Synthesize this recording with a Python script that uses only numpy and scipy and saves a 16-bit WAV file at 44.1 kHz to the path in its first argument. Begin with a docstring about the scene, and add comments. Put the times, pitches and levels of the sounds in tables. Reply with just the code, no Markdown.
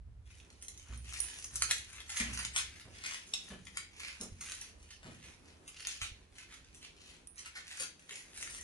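"""A hard-walled stairwell, heard through two microphone ports carried in the walker's hand; it rumbles faintly.
First the last carpeted stairs: dull footfalls set the flight booming, while close by clothes swish,
folds snap taut and a zip pull tinkles. Then the feet reach the solid landing, where the boom drops away
and the knock of the soles rises against the thud. Later fingers bump the case softly, and the zip ticks again.
Blows ring decaying modes, cloth is coloured random grains, and the walls add a decaying noise tail."""
import sys
import numpy as np
from scipy import signal
from scipy.fft import rfft, irfft, next_fast_len
from scipy.io import wavfile
from scipy.ndimage import map_coordinates

SR = 44100
rng = np.random.default_rng(int(sys.argv[2]) if len(sys.argv) > 2 else 0)


def bounce(signal):
    """Save signal as a 16-bit WAV file at the path given by the first command-line argument."""
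    frames = np.transpose(np.atleast_2d(signal))
    limited = np.clip(frames, -1, 1)
    pcm = np.round(limited * 32767).astype(np.int16)
    wavfile.write(sys.argv[1], SR, pcm)


N = 380583
TIME = np.arange(N) / SR
SPAN = TIME[:SR // 2]   # the half second that one event may take
SPAN_MIDDLE_S = SPAN.mean()
SIDES = np.array([[1], [-1]])   # left, right


def from_db(db):
    """Decibels to gain."""
    return 10 ** (np.asarray(db) / 20)


def rms_one(x):
    """Scale to unit power."""
    return x / np.sqrt(np.mean(x ** 2) + 1e-20)


def add(out, sound, s):
    """Mix a sound in from time s on."""
    start = max(int(s * SR), 0)
    out[:, start:start + sound.shape[-1]] += sound[..., :N - start]


def bins(size):
    """Spectrum frequencies in Hz, raised by 1 Hz so that their logarithm exists."""
    return np.arange(size // 2 + 1) * SR / size + 1


def at_hz(points, hz):
    """Read a two-column table over log frequency."""
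    table_hz, value = np.transpose(points)
    return np.interp(np.log(hz), np.log(table_hz), value)


def colour(x, spectrum):
    """Give white sound a spectrum and keep its power."""
    size = x.shape[-1]
    gain = rms_one(from_db(at_hz(spectrum, bins(size))))
    return irfft(rfft(x) * gain, size)


def wander(along):
    """Smooth chance with a spread near one and a new value for each unit along the axis."""
    knots = np.clip(rng.standard_normal(512), -2, 2)
    return np.interp(along, np.arange(len(knots)), knots)


def grains(per_s, spread_db):
    """Random tiny slips of uneven size through one event; unit power."""
    slips = rng.random(len(SPAN)) < per_s / SR
    size = np.clip(rng.standard_normal(len(SPAN)), -2, 2)
    sign = rng.choice([-1, 1], len(SPAN))
    return rms_one(slips * sign * from_db(spread_db * size))


def burst(rise_s, fall_s):
    """An envelope that swells quickly and dies away."""
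    rise = np.minimum(SPAN / rise_s, 1) ** 2
    return rise * np.exp(-np.maximum(SPAN - rise_s, 0) / fall_s)


def strike(times, levels_db, modes):
    """Blows ring a body's damped modes, each with a random strength of its own."""
    out = np.zeros(N)
    for hz, db, t60_s in modes:
        clicks = np.full(N, 1e-18)
        clicks[(times * SR).astype(int)] = from_db(levels_db + db + rng.standard_normal(len(times)))
        radius = np.exp(-np.log(1000) / (t60_s * SR))
        angle = 2 * np.pi * hz / SR
        resonator = [1, -2 * radius * np.cos(angle), radius * radius]
        out += signal.lfilter([0, np.sin(angle)], resonator, clicks)
    return out


def ports(x, lead_s, pan_db):
    """A near sound reaches the left port lead_s before the right, and pan_db louder there."""
    turn = np.exp(1j * np.pi * bins(len(x)) * lead_s * SIDES)
    return irfft(rfft(x) * turn, len(x)) * from_db(.5 * pan_db * SIDES)


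# likeness of the two ports in sound from all sides: frequency_hz, correlation (none)
PORT_LIKENESS = [(60, 0.96), (130, 0.76), (260, 0.79), (500, 0.24), (1000, 0.02)]


def diffuse(size):
    """White sound from all sides: both ports agree only in the bass."""
    alike = np.clip(at_hz(PORT_LIKENESS, bins(size)), -1, 1)
    mid, side = rfft(rng.standard_normal((2, size)))
    return irfft(np.sqrt((1 + alike) / 2) * mid + np.sqrt((1 - alike) / 2) * side * SIDES, size)


# echo of the stairwell: frequency_hz, t60_s
STAIRWELL_DECAY = [(100, 0.94), (300, 0.5), (700, 0.16), (3000, 0.41), (10000, 0.2)]


def stairwell(x, room_db, build_s=0.0016):
    """Add the echo tail of the hard walls, which dies at its own rate in each octave."""
    noise, t, tail = rfft(diffuse(SR)), TIME[:SR], 0
    octave = np.clip(np.log2(bins(SR)), 6, 14)
    for k in range(6, 15):   # bands centred on 2 ** k Hz
        band = irfft(noise * np.maximum(1 - abs(octave - k), 0), SR)
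        tail = tail + band * np.exp(-np.log(1000) * t / at_hz(STAIRWELL_DECAY, 2 ** k))
    build = 1 - np.exp(-t / build_s)
    tail = rms_one(tail * build) / np.sqrt(SR)
    return x + from_db(room_db) * signal.fftconvolve(x, tail, axes=1)[:, :N]


# background, before layer gains: time_s, rumble_db, hollow_murmur_db
BACKGROUND = [(0, -48, -81), (0.5, -58, -66), (2.75, -57.5, -66.5), (3.2, -63, -65.5), (4.3, -59, -67.5),
              (5.0, -59, -66.5), (5.45, -60, -62), (5.75, -61.5, -67.5), (6.7, -60, -68.5),
              (7.0, -63, -62.5), (7.4, -64, -69.5), (8.1, -71, -67), (8.6, -55, -65)]
# colours of rumble, murmur and faint steady hiss: frequency_hz, relative_level_db (per Hz)
RUMBLE_COLOUR = [(15, -26), (30, -4), (45, 1.5), (60, 5.5), (80, 6), (115, -6.5), (170, -17.5),
                 (400, -54.5)]
HOLLOW_COLOUR = [(80, -19), (150, -0.5), (400, -3), (620, -9.5), (1500, -13.5), (4000, -23.5)]
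HISS_COLOUR = [(300, 2), (2000, -5), (5000, -12.5), (11000, -26)]


def building(rumble_db=-3.0, hollow_db=0.0, waver_db=2.1, wavers_per_s=14, hiss_db=-78):
    """Low rumble, a hollow murmur that swells and wavers, and a faint hiss surround the microphone."""
    s, rumble, hollow = np.transpose(BACKGROUND)
    size = next_fast_len(N, real=True)
    rumble_level = np.interp(TIME, s, rumble) + rumble_db
    hollow_level = np.interp(TIME, s, hollow) + hollow_db + waver_db * wander(TIME * wavers_per_s)
    layers = [(rumble_level, RUMBLE_COLOUR), (hollow_level, HOLLOW_COLOUR), (hiss_db, HISS_COLOUR)]
    return sum(from_db(db) * colour(diffuse(size), spectrum)[:, :N] for db, spectrum in layers)


# hand shifting on the microphone: start_s, level_db (before bump gain and modes)
HAND_BUMPS = [(4.319, -59), (6.018, -55.5), (6.116, -59)]
# ringing of the gripped case: pitch_hz, level_db, t60_s
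GRIP_MODES = [(52.7, 10, 0.26), (88, 13.5, 0.17)]


def handling(bump_db=-1):
    """Fingers shift on the case and ring its low modes, softened by a low-pass filter."""
    s, db = np.transpose(HAND_BUMPS)
    low_pass = signal.butter(2, 220, fs=SR, output="sos")
    return signal.sosfilt(low_pass, strike(s, db + bump_db, GRIP_MODES))


# treble of cloth and zip ticks: frequency_hz, relative_level_db (per Hz)
TREBLE_COLOUR = [(2500, -25.5), (4700, -7), (6300, 6), (7800, -2.5), (9200, 4), (11000, -2)]
# ticks of the zip pull on its slider: start_s, level_db (before tap and tick gains)
ZIP_TICKS = [(0.626, -50), (0.975, -52.5), (1.2024, -28.5), (2.39, -41.5), (7.272, -49), (7.358, -58)]
# ringing of the zip pull: pitch_hz, level_db, t60_s
ZIP_MODES = [(5800, -9, .03), (8926, -21, .25), (9388, -8, .22), (9350, 1, .03), (10480, -9, .25),
             (10530, -5, .04)]


def zip_pull(tap_db=2, tick_db=-5):
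    """A small metal tab, louder in the right port, ticks and rings high and briefly."""
    s, db = np.transpose(ZIP_TICKS)
    out = ports(strike(s, db + tap_db, ZIP_MODES), lead_s=0.000314, pan_db=-6.0)
    for start_s, level_db in ZIP_TICKS:
        tick = burst(0.00028, 0.0022) * colour(grains(7100, 3), TREBLE_COLOUR)
        add(out, from_db(level_db + tick_db) * tick, start_s)
    return stairwell(out, room_db=-9)


def crackle(per_s, size_db):
    """Cloth snags many times a second and lets go with a push that fades in a millisecond or two."""
    snags = (rng.random(len(SPAN)) < per_s / SR) * rng.uniform(0.15, 1, len(SPAN))
    pushes = signal.lfilter([1], [1, -np.exp(-1 / (0.0017 * SR))], snags)
    return rms_one(1 + from_db(size_db) * pushes)


# colour of the moving cloth: time_s, fold_pitch_hz, treble_over_body_db
FOLD_TONE = [(0.3, 2400, 0), (0.65, 2960, 1.5), (1.2, 2500, 4.5), (1.7, 2230, 3), (2.0, 2100, 2),
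             (2.55, 2120, 0), (3.05, 2400, -3.5), (3.33, 3280, 7.5), (3.8, 2500, 0), (4.05, 2400, -5),
             (4.4, 2200, 2.5), (4.9, 2870, 1), (5.3, 2420, -1.5), (5.951, 2860, -7.5), (6.4, 2400, 1),
             (6.55, 2050, -4), (6.85, 2980, -6), (7.15, 3000, -5), (7.5, 2050, -8), (7.8, 2250, 0),
             (8.45, 2250, 8)]


def fold_at(s, db):
    """Body level, treble level and pitch of a fold that moves at time s."""
    times, hz, treble_db = np.transpose(FOLD_TONE)
    return db, db + np.interp(s, times, treble_db), np.interp(s, times, hz)


# effort of walking, the base level of small cloth movements: time_s, level_db
WALKING_EFFORT = [(0, -73), (0.4, -72), (1.4, -59), (2.4, -59), (2.8, -61), (4.0, -72), (5.0, -68),
                  (6.68, -73.5), (7.5, -66.5), (8.0, -67.5), (8.6, -70)]
FIDGET_SPREAD_DB = 2.5


def fidgets(every_s, db, length_s):
    """Small cloth movements at uneven times whose level follows the effort: rows of (s, dB, length s)."""
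    late, size = rng.standard_normal((96, 2)).T
    times = every_s * (np.arange(len(late)) + .5 + late / 5)
    levels = np.interp(times, *np.transpose(WALKING_EFFORT)) + db + FIDGET_SPREAD_DB * size
    return [(s, level, length_s) for s, level in zip(times, levels) if SPAN_MIDDLE_S < s < N / SR]


def shifting(x, ripple_db, ripple_hz=130, changes_per_s=26):
    """Random ripple over pitch and time, with low peaks and deep notches, keeps the cloth's colour changing."""
    hz, s, frames = signal.stft(x, SR, nperseg=512)
    field = np.clip(rng.standard_normal((256, 256)), -2.5, 1.3)   # the lopsided limits favour notches
    places = np.meshgrid(hz / ripple_hz, s * changes_per_s, indexing="ij")
    ripple = map_coordinates(field, places, order=1, mode="mirror")
    return signal.istft(frames * rms_one(from_db(ripple_db * ripple)), SR)[1][:, :N]


# body of the cloth: multiple_of_fold_pitch (none), relative_level_db (per Hz)
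CLOTH_COLOUR = [(.06, -33), (.25, -13.5), (.47, -4), (.72, 2.5), (0.999, 5.5), (1.329, 1), (1.67, 0),
                (2.199, -1.5), (2.9, -8), (4.201, -10)]


def cloth(envelope, body_db, hiss_db, hz, crumple_db, per_s, grain_db, lead_s=0.00013):
    """Threads slip in a dense stream that catches and lets go; each fold has its own colour and place."""
    force = envelope * rms_one(from_db(crumple_db * wander(SPAN * 200)))
    body = colour(force * grains(per_s, grain_db), np.array(CLOTH_COLOUR) * [hz, 1])
    hiss = colour(force * grains(per_s, grain_db), TREBLE_COLOUR)
    lead_chance, pan_chance = rng.standard_normal(2)
    mixed = from_db(body_db) * body + from_db(hiss_db) * hiss
    return ports(mixed, lead_s + 0.0001 * lead_chance, 1.5 * pan_chance)


# a leg or arm swings past, close to the microphone: middle_s, level_db (before layer gains), half_length_s
LIMB_SWINGS = [(0.32, -72, 0.043), (1.157, -56.5, 0.053), (1.298, -61.5, 0.057), (2.191, -48.5, 0.055),
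               (2.403, -50, 0.033), (3.091, -51.5, 0.069), (4.04, -51.5, 0.054), (4.494, -53, 0.037),
               (4.599, -58, 0.05), (5.266, -60.5, 0.039), (5.843, -56.5, 0.062), (6.396, -60.5, 0.026),
               (6.533, -58.5, 0.027), (6.841, -60.5, 0.024), (7.077, -64.5, 0.063), (7.746, -54, 0.053),
               (8.17, -60, 0.035), (8.393, -57.5, 0.036), (8.516, -58, 0.059)]
# small strokes between the swings; level relative to the effort
RUSTLE_EVERY_S, RUSTLE_HALF_S, RUSTLE_DB = .17, 0.049, -3.5
# brush at each footstep row: body relative to its weight, treble relative to body, both before layer gains
SCUFF_DB, SCUFF_HISS_DB, SCUFF_HZ, SCUFF_LATE_S, SCUFF_HALF_S = -16.5, -15, 1560, .025, 0.038


def swishes(body_db=5.0, hiss_db=3.2):
    """Sleeves and trouser legs brush past and soles brush the pile, swelling and fading."""
    out = np.zeros((2, N))
    strokes = [*LIMB_SWINGS, *fidgets(RUSTLE_EVERY_S, RUSTLE_DB, RUSTLE_HALF_S)]
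    rubs = [(s, *fold_at(s, db), half_s) for s, db, half_s in strokes]
    scuffs = []
    for s, weight, _, _ in FOOTSTEPS:
        if s > SPAN_MIDDLE_S:   # an earlier step leaves no room for the swell
            db = weight + SCUFF_DB
            scuffs.append((s + SCUFF_LATE_S, db, db + SCUFF_HISS_DB, SCUFF_HZ, SCUFF_HALF_S))
    for s, body, hiss, hz, half_s in scuffs + rubs:
        swell = np.exp(-.5 * ((SPAN - SPAN_MIDDLE_S) / half_s) ** 2) * crackle(per_s=130, size_db=11.5)
        rub = cloth(swell, body + body_db, hiss + hiss_db, hz, crumple_db=3.5, per_s=1200, grain_db=5)
        add(out, rub, s - SPAN_MIDDLE_S)
    return stairwell(shifting(out, ripple_db=5), room_db=-0.5)


# folds snapping taut near the microphone: start_s, crack_db, rub_db, rub_length_s, treble_over_body_db
FOLD_SNAPS = [(0.305, -52, -64, 0.014, -6), (.503, -51, -69, 0.01, 4), (0.624, -55, -57, 0.023, 10),
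              (0.683, -44, -61, 0.01, 12.5), (0.776, -55, -63, 0.013, 10), (1.091, -55, -54, 0.02, 4.5),
              (1.443, -52, -51, .015, 10), (1.557, -42, -45, 0.012, 11), (1.622, -27, -38, 0.013, 8.5),
              (1.71, -21.5, -31, 0.016, 3), (2.004, -38, -51, 0.019, -4), (2.094, -45, -49.5, 0.071, 4),
              (2.172, -36, -45, 0.035, 11), (2.2, -37, -39, 0.014, 2), (2.332, -55, -50, 0.035, 9),
              (2.45, -29, -47, 0.018, 1), (2.562, -33, -31.5, 0.039, 2.5), (3.338, -19.5, -48, 0.005, -5),
              (3.345, -31, -56, 0.011, -12.5), (3.67, -39, -52, 0.018, -11),
              (3.772, -27, -39.5, 0.015, -0.5), (4.211, -44, -52, 0.033, 10), (4.407, -58, -52, 0.045, 8.5),
              (4.905, -53, -51, .035, -10), (5.678, -45, -50.5, 0.019, 1.5), (5.871, -30, -45, 0.082, 0),
              (6.016, -31, -38.5, 0.042, -4.5), (6.747, -55, -66, 0.043, 8.5), (7.38, -56, -53, .035, 4),
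              (7.459, -39, -47, 0.022, -5.5), (7.553, -45, -45, 0.047, -12),
              (7.798, -39, -40.5, 0.044, 4.5), (8.094, -38, -58, 0.0089, -12), (8.109, -41, -48, 0.035, 1),
              (8.427, -35, -50, 0.0094, 3), (8.475, -35, -54, 0.02, -2)]
# small snaps between the large ones; level relative to the effort
CREASE_EVERY_S, CREASE_FALL_S, CREASE_DB = 0.12, 0.005, -2


def snaps(slide_db=-10, slide_s=0.016, crack_s=0.0011, crease_crack_db=7):
    """A fold slides briefly, pulls taut with a short crack, then rubs on in a run of small bucklings."""
    out = np.zeros((2, N))
    since = SPAN - SPAN_MIDDLE_S
    slide = from_db(slide_db) * np.exp(-abs(since / slide_s))
    crack = (since >= 0) * np.exp(-abs(since / crack_s))
    creases = []
    for s, db, rub_s in fidgets(CREASE_EVERY_S, CREASE_DB, CREASE_FALL_S):
        treble_db = fold_at(s, db)[1] - db
        creases.append((s, db + crease_crack_db, db, rub_s, treble_db))
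    for s, crack_db, db, rub_s, treble_db in [*FOLD_SNAPS, *creases]:
        rub = np.where(since < 0, slide, np.exp(-(since / rub_s) ** 2))
        force = rub * crackle(per_s=140, size_db=7.5) + from_db(crack_db - db) * crack
        hz = fold_at(s, db)[2]
        snap = cloth(force, db, db + treble_db, hz, crumple_db=1.8, per_s=12000, grain_db=4.0)
        add(out, snap, s - SPAN_MIDDLE_S)
    return stairwell(shifting(out, ripple_db=7.5), room_db=-1.5)


# footsteps below the microphone; the last three rows are soft mid-pitched knocks, probably the body
# of cloth snaps: start_s, weight_db, flight_boom_db, tread_pitch_hz (levels before layer gains)
FOOTSTEPS = [(0.056, -60.5, -46, 94), (0.888, -47, -35, 109), (1.525, -51, -40, 103),
             (2.199, -38, -38, 225.4), (2.268, -42, -36, 117), (2.85, -51, -67, 100),
             (3.502, -45, -53, 198), (4.199, -43.5, -59, 215), (5.046, -47, -67, 169),
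             (5.08, -52, -68, 239), (6.56, -63, -74, 270), (7.798, -53, -74, 522), (8.11, -58, -78, 415),
             (8.42, -60, -64, 476)]
# ringing of the stair flight: pitch_hz, level_db (before the band filter), t60_s
FLIGHT_MODES = [(62.46, -4.5, 1.3), (75.8, -23, 0.4), (114, -16.5, 1.3)]
# colours of the carpet's thud and the sole's knock: frequency_hz, relative_level_db (per Hz)
THUD_COLOUR = [(40, -19), (80, 3.5), (120, 3.5), (210, 4), (280, -0.5), (400, -40), (900, -49)]
KNOCK_COLOUR = [(150, -37), (320, 1.5), (480, 3.5), (700, -4), (1300, -12.5), (3000, -32)]
# feet pass from the ringing flight to the solid landing between these times
LEAVE_FLIGHT_S, ON_LANDING_S = 2.2, 2.85
FLIGHT_KNOCK_DB, LANDING_KNOCK_DB = -19, -8.5   # knock of the sole, relative to a step's weight


def footfalls(thud_db=-9, thud_fall_s=0.05, tread_db=2.5, tread_fall_s=0.011):
    """Carpet softens each blow to a thud; the tread rings briefly and the weight behind it sways the flight."""
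    out = np.zeros((2, N))
    for s, weight, _, hz in FOOTSTEPS:
        knock_db = np.interp(s, [LEAVE_FLIGHT_S, ON_LANDING_S], [FLIGHT_KNOCK_DB, LANDING_KNOCK_DB])
        pad = burst(0.016, thud_fall_s) * colour(grains(8000, 1.7), THUD_COLOUR)
        tread = burst(0.011, tread_fall_s) * np.sin(2 * np.pi * hz * SPAN)
        sole = burst(0.022, 0.032) * colour(grains(5000, 7.9), KNOCK_COLOUR)
        step = from_db(thud_db) * pad + from_db(tread_db) * tread + from_db(knock_db) * sole
        add(out, from_db(weight) * step, s - .002)
    s, _, boom_db, _ = np.transpose(FOOTSTEPS)
    boom_band = signal.butter(2, [48, 120], "band", fs=SR, output="sos")
    flight = signal.sosfilt(boom_band, strike(s, boom_db, FLIGHT_MODES))
    return stairwell(out, room_db=-4.0) + flight


def scene():
    """The building all around, clothes close by, footsteps below."""
    return building() + handling() + zip_pull() + swishes() + snaps() + footfalls()


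# colour difference of the two microphone ports: frequency_hz, left_minus_right_db
PORT_COLOUR = [(60, -2.5), (500, -1), (3500, 0.9), (9000, -1.5)]
CUTOFF_HZ = 11200


def record(dry):
    """The two microphone ports differ in colour; the top is cut steeply."""
    size = next_fast_len(N, real=True)
    balance = from_db(.5 * at_hz(PORT_COLOUR, bins(size)) * SIDES)
    ported = irfft(rfft(dry, size) * balance, size)[:, :N]
    top_cut = signal.ellip(10, .2, 70, CUTOFF_HZ, fs=SR, output="sos")
    return signal.sosfilt(top_cut, ported)


dry = scene()
out = record(dry)
bounce(out)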